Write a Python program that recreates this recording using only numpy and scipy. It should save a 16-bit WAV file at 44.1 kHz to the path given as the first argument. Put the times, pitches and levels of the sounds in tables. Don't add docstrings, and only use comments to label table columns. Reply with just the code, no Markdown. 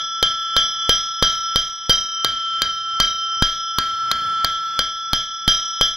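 import sys
import numpy as np
from scipy import signal
from scipy.io import wavfile
from scipy.ndimage import uniform_filter1d

SR = 44100
rng = np.random.default_rng(int(sys.argv[2]) if len(sys.argv) > 2 else 0)


def store_pcm(level_fs):
    pcm = np.round(np.clip(level_fs, -1, 1) * 32767).astype(np.int16)
    wavfile.write(sys.argv[1], SR, np.atleast_2d(pcm).T)


N = 262836
TIME_S = np.arange(N) / SR

# (t/s, force/dB, press: ring lost while hammer and blade stay down/dB,
#                struck spot along the working stretch of the face/0-1, thud/dB, blade slap/dB)
HAMMER_BLOWS = [(-0.11, 19.5, 7, 0.71, -22, -21.5), (0.2273, 17, 5.5, 0.84, -10, 0),
                (0.5653, 16.5, 7.5, 0.8, -12, -7), (0.8933, 22.5, 7.5, 0.46, -9, 3),
                (1.2253, 19.3, 6.3, 0.45, -9.5, 0.3), (1.5589, 19, 8.5, 0.41, -2.5, 0.5),
                (1.8952, 21, 8, 0.25, -5.5, -1.5), (2.2459, 15.5, 2.5, 0.14, -41, -12),
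                (2.6191, 17, 2.5, 0.19, -42, -22), (3.001, 21.5, 5.4, 0.22, -10, -21),
                (3.4232, 23, 5.5, 0.43, 5, -17), (3.785, 15.5, 0.15, 0.42, -10, -34),
                (4.1144, 10, -1.3, 0.82, -47, -44), (4.4456, 13.5, 1.5, 0.68, -12, -40),
                (4.7914, 18.5, 4.5, 0.64, -9.5, -1), (5.1325, 18.5, 6.5, .695, -0.3, -32),
                (5.4784, 21.5, 9, 0.42, -1, -13), (5.8114, 26, 9, 0.71, -5, 2)]
START_S, FORCE_DB, PRESS_DB, SPOT, THUD_DB, SLAP_DB = np.transpose(HAMMER_BLOWS)


def from_db(db):
    return 10 ** (np.asarray(db) / 20)


def at_hz(points, hz):
    table_hz, values = np.transpose(points)
    return np.interp(np.log(hz), np.log(table_hz), values)


def fade(age_s, t60_s):
    return np.exp(-np.log(1000) * age_s / t60_s)


def butter(x, hz, kind, order=2):
    return signal.sosfilt(signal.butter(order, hz, kind, fs=SR, output="sos"), x)


def drift(knots_per_s):
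    knots = rng.standard_normal(1024)
    return np.interp(TIME_S * knots_per_s, np.arange(len(knots)), knots)


def noise_bands():
    edges_hz = 22 * 2 ** np.arange(0, 10, 0.5)
    white = rng.standard_normal((2, N))
    for k, (low, high) in enumerate(zip(edges_hz, edges_hz[1:])):
        yield np.sqrt(low * high), butter(white[k % 2], [low, high], "band")


def shaped_noise(spectrum):
    return sum(from_db(at_hz(spectrum, hz)) * band for hz, band in noise_bands())


def latest_blow():
    row = np.maximum(np.searchsorted(START_S, TIME_S, side="right") - 1, 0)
    return row, np.maximum(TIME_S - START_S[row], 0)


def shop_rush():
    # (f/Hz, level/dB)
    rush_spectrum = [(30, -33), (150, -32.5), (500, -40), (1000, -34), (2000, -28), (3000, -36),
                     (4700, -31.5), (6500, -42.5), (9500, -51.5), (15000, -80)]
    return shaped_noise(rush_spectrum)


def blade_slide():
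    # (t/s, level/dB)
    slide_level = [(3.8, -30), (3.87, 8), (4.0, -1), (4.18, 7), (4.32, 7), (4.44, -23), (4.5, -40)]
    # (f/Hz, level/dB)
    scrape_spectrum = [(40, -35), (110, -26), (210, -31.5), (450, -40.5), (2000, -36), (6500, -61),
                       (9500, -48), (13000, -67)]
    level_db = np.interp(TIME_S, *np.transpose(slide_level), left=-100, right=-100)
    level_db = level_db + 0.96 * drift(30)
    return from_db(level_db) * shaped_noise(scrape_spectrum)


def blade_slap(row, age_s, blade_hz, t60_s, level_db):
    ring = np.sin(2 * np.pi * blade_hz * age_s) * fade(age_s, t60_s)
    return from_db(level_db + SLAP_DB[row]) * ring


def thud(row, age_s, firm_rise_s, gap_s, push_db, stand_hz, stand_t60_s, stand_db, rock_share,
         softening, firm_db):
    rise_s = firm_rise_s * from_db(softening * np.maximum(firm_db - FORCE_DB[row], 0))
    since = np.maximum([age_s, age_s - gap_s], 0) / rise_s
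    push = from_db(push_db) * np.sum(since * np.exp(1 - since), axis=0)
    rock = np.sin(2 * np.pi * stand_hz * age_s) * fade(age_s, stand_t60_s)
    rock = from_db(stand_db + rock_share * THUD_DB[row]) * rock
    follow_through = np.sqrt(1 - from_db(-np.maximum(PRESS_DB[row], 0)))
    return from_db(THUD_DB[row]) * push + follow_through * rock


def crack_and_shop(row, age_s, bite_s, crack_t60_s, top_t60_s, bounce_db, shop_delay_s, splash_hz,
                   splash_growth, usual_press_db):
    # (f/Hz, level/dB)
    crack_spectrum = [(100, -14.5), (350, -13), (900, -11), (1400, -2), (2000, -19.5), (3700, 0), (4800, 0),
                      (6500, -22), (9500, -11.5), (15000, -19.5)]
    # (f/Hz, level/dB)
    shop_spectrum = [(30, -14.5), (90, -19.5), (170, -21.5), (400, -29.5), (1000, -31.5), (2000, -17.5),
                     (3000, -29), (4700, -28), (6500, -33.5), (9500, -37.5), (15000, -62)]
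    # (f/Hz, t60/s)
    shop_decay = [(50, 0.4), (500, 0.41), (2000, 0.38), (5000, 0.53), (14000, 0.22)]
    press_db = PRESS_DB[row]
    hardness = from_db(bounce_db * from_db(-press_db))
    splash = from_db(splash_growth * (press_db - usual_press_db))
    bite = hardness * (1 - np.exp(-age_s / bite_s))
    build = 1 - np.exp(-age_s / shop_delay_s)
    out = np.zeros(N)
    for hz, band in noise_bands():
        burst = bite * fade(age_s, crack_t60_s if hz < splash_hz else top_t60_s)
        crack = from_db(at_hz(crack_spectrum, hz)) * burst
        echo = from_db(at_hz(shop_spectrum, hz)) * build * fade(age_s, at_hz(shop_decay, hz))
        if hz > splash_hz:
            echo = echo * splash
        out += band * np.hypot(crack, echo)
    return out


def family_drive():
    # (level/dB, growth/dB per dB of press, node place/stretch lengths, node spacing/stretch lengths)
    mode_families = [(1.52, -0.2, -0.61, 2.77), (8.5, 1.03, 0.59, 2.35), (-6, 1.12, -0.4, 2.25),
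                     (0.66, 1.22, 0.26, 1.08), (-3.5, 1.2453, -0.35, 1.83), (-8, 2, -0.28, 1.59),
                     (-2, 1.3, 1.47, 3.3), (2.5, .5, -0.29, 4.5)]
    node_leak = 0.021
    drives_db = []
    for level_db, growth, node, spacing in mode_families:
        shape = np.sin(np.pi * (SPOT - node) / spacing)
        drives_db.append(level_db + growth * PRESS_DB + 20 * np.log10(np.hypot(shape, node_leak)))
    return drives_db + [np.zeros(len(START_S))]


def anvil_ring(row, age_s, press_s, waver_db, waver_hz, level_db):
    # (f/Hz, level/dB, t60/s, family/0-8)
    anvil_modes = [(622, -46.3, 0.52, 2), (660, -43.8, 0.59, 2), (1282, -41.9, 2.17, 7),
                   (1337, -24.1, 2.8, 0), (1631, -27.8, 0.22, 8), (1701, -39.1, 1.49, 7),
                   (2749, -42.2, 2.95, 8), (3135.4, -29.1, 2.22, 1), (3162.6, -12.5, 0.49, 2),
                   (3407, -30.6, 1.82, 3), (3833, -37.7, 0.84, 6), (3908, -38.6, 0.58, 6),
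                   (4249, -46.3, 0.82, 8), (4359, -40.3, 0.78, 8), (4712, -28.0, 0.28, 6),
                   (5138, -29.4, 1.69, 4), (5761.5, -31.1, 1.48, 5), (5798.5, -27.0, 1.35, 5),
                   (6202, -45.2, 1.12, 5), (6490, -42.5, 0.77, 5), (6642, -47.4, 0.57, 8),
                   (6969, -54.2, 0.6, 8), (8920, -54, 0.35, 8), (8959, -51.8, 0.39, 5),
                   (9621, -55.9, 0.53, 5), (10011, -57.4, 0.66, 8), (11560, -50.1, 0.53, 5),
                   (11597, -52.7, 0.52, 5), (12916, -55.2, 1.1, 8), (14717, -55, 0.4, 5)]
    drive_db = family_drive()
    out = np.zeros(N)
    for hz, mode_db, t60_s, family in anvil_modes:
        drive = from_db(mode_db + drive_db[int(family)])
        phase = rng.uniform(0, 2 * np.pi, len(START_S))
        waver = from_db(waver_db * np.sqrt(hz / waver_hz) * drift(21.9))
        tone = np.sin(2 * np.pi * hz * age_s + phase[row])
        out += drive[row] * fade(age_s, t60_s) * waver * tone
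    return out * from_db(level_db - PRESS_DB[row] * np.minimum(age_s / press_s, 1))


def scene():
    row, age_s = latest_blow()
    slap = blade_slap(row, age_s, blade_hz=504, t60_s=0.018, level_db=-12.5)
    body = thud(row, age_s, firm_rise_s=0.00042, gap_s=0.00088, push_db=-12.5,
                stand_hz=35.6, stand_t60_s=0.23, stand_db=-23, rock_share=0.35,
                softening=0.8, firm_db=18.5)
    contact = crack_and_shop(row, age_s, bite_s=0.00046, crack_t60_s=0.015, top_t60_s=0.01,
                             bounce_db=8.0, shop_delay_s=0.001, splash_hz=8000,
                             splash_growth=1.0, usual_press_db=6.5)
    ring = anvil_ring(row, age_s, press_s=0.14, waver_db=1.8, waver_hz=2870, level_db=0.5)
    blows = from_db(FORCE_DB[row]) * (ring + contact + body + slap)
    right = blows + shop_rush() + blade_slide()
    left = np.concatenate([[0], right[:-1]])
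    return np.array([left, right])


def gain_control(x, threshold_db, release_db_per_s, attack_s, opening_cut_db):
    power = uniform_filter1d(butter(x[1], 1200, "high") ** 2, size=60)
    over_db = np.maximum(10 * np.log10(np.maximum(power, 1e-12)) - threshold_db, 0)
    over_db[0] = opening_cut_db
    release_db = release_db_per_s * TIME_S
    held_db = np.maximum.accumulate(over_db + release_db) - release_db
    pole = np.exp(-1 / (attack_s * SR))
    cut_db, _ = signal.lfilter([1 - pole], [1, -pole], held_db, zi=[pole * held_db[0]])
    return x * from_db(-cut_db)


def record(dry):
    # (f/Hz, width/Hz)
    response_dips = [(2700, 580), (5450, 930), (7800, 2730), (10900, 1580)]
    x = gain_control(dry, threshold_db=-6.0, release_db_per_s=32.0, attack_s=0.00092,
                     opening_cut_db=14.5)
    ceiling = 0.7
    x = x / (1 + (x / ceiling) ** 6) ** (1 / 6)
    for hz, width_hz in response_dips:
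        x = signal.lfilter(*signal.iirnotch(hz, hz / width_hz, fs=SR), x)
    x = butter(x, 2.6, "high", order=1)
    top_cut = signal.ellip(8, 0.3, 80, 15600, fs=SR, output="sos")
    return signal.sosfilt(top_cut, x)


dry = scene()
out = record(dry)
store_pcm(out)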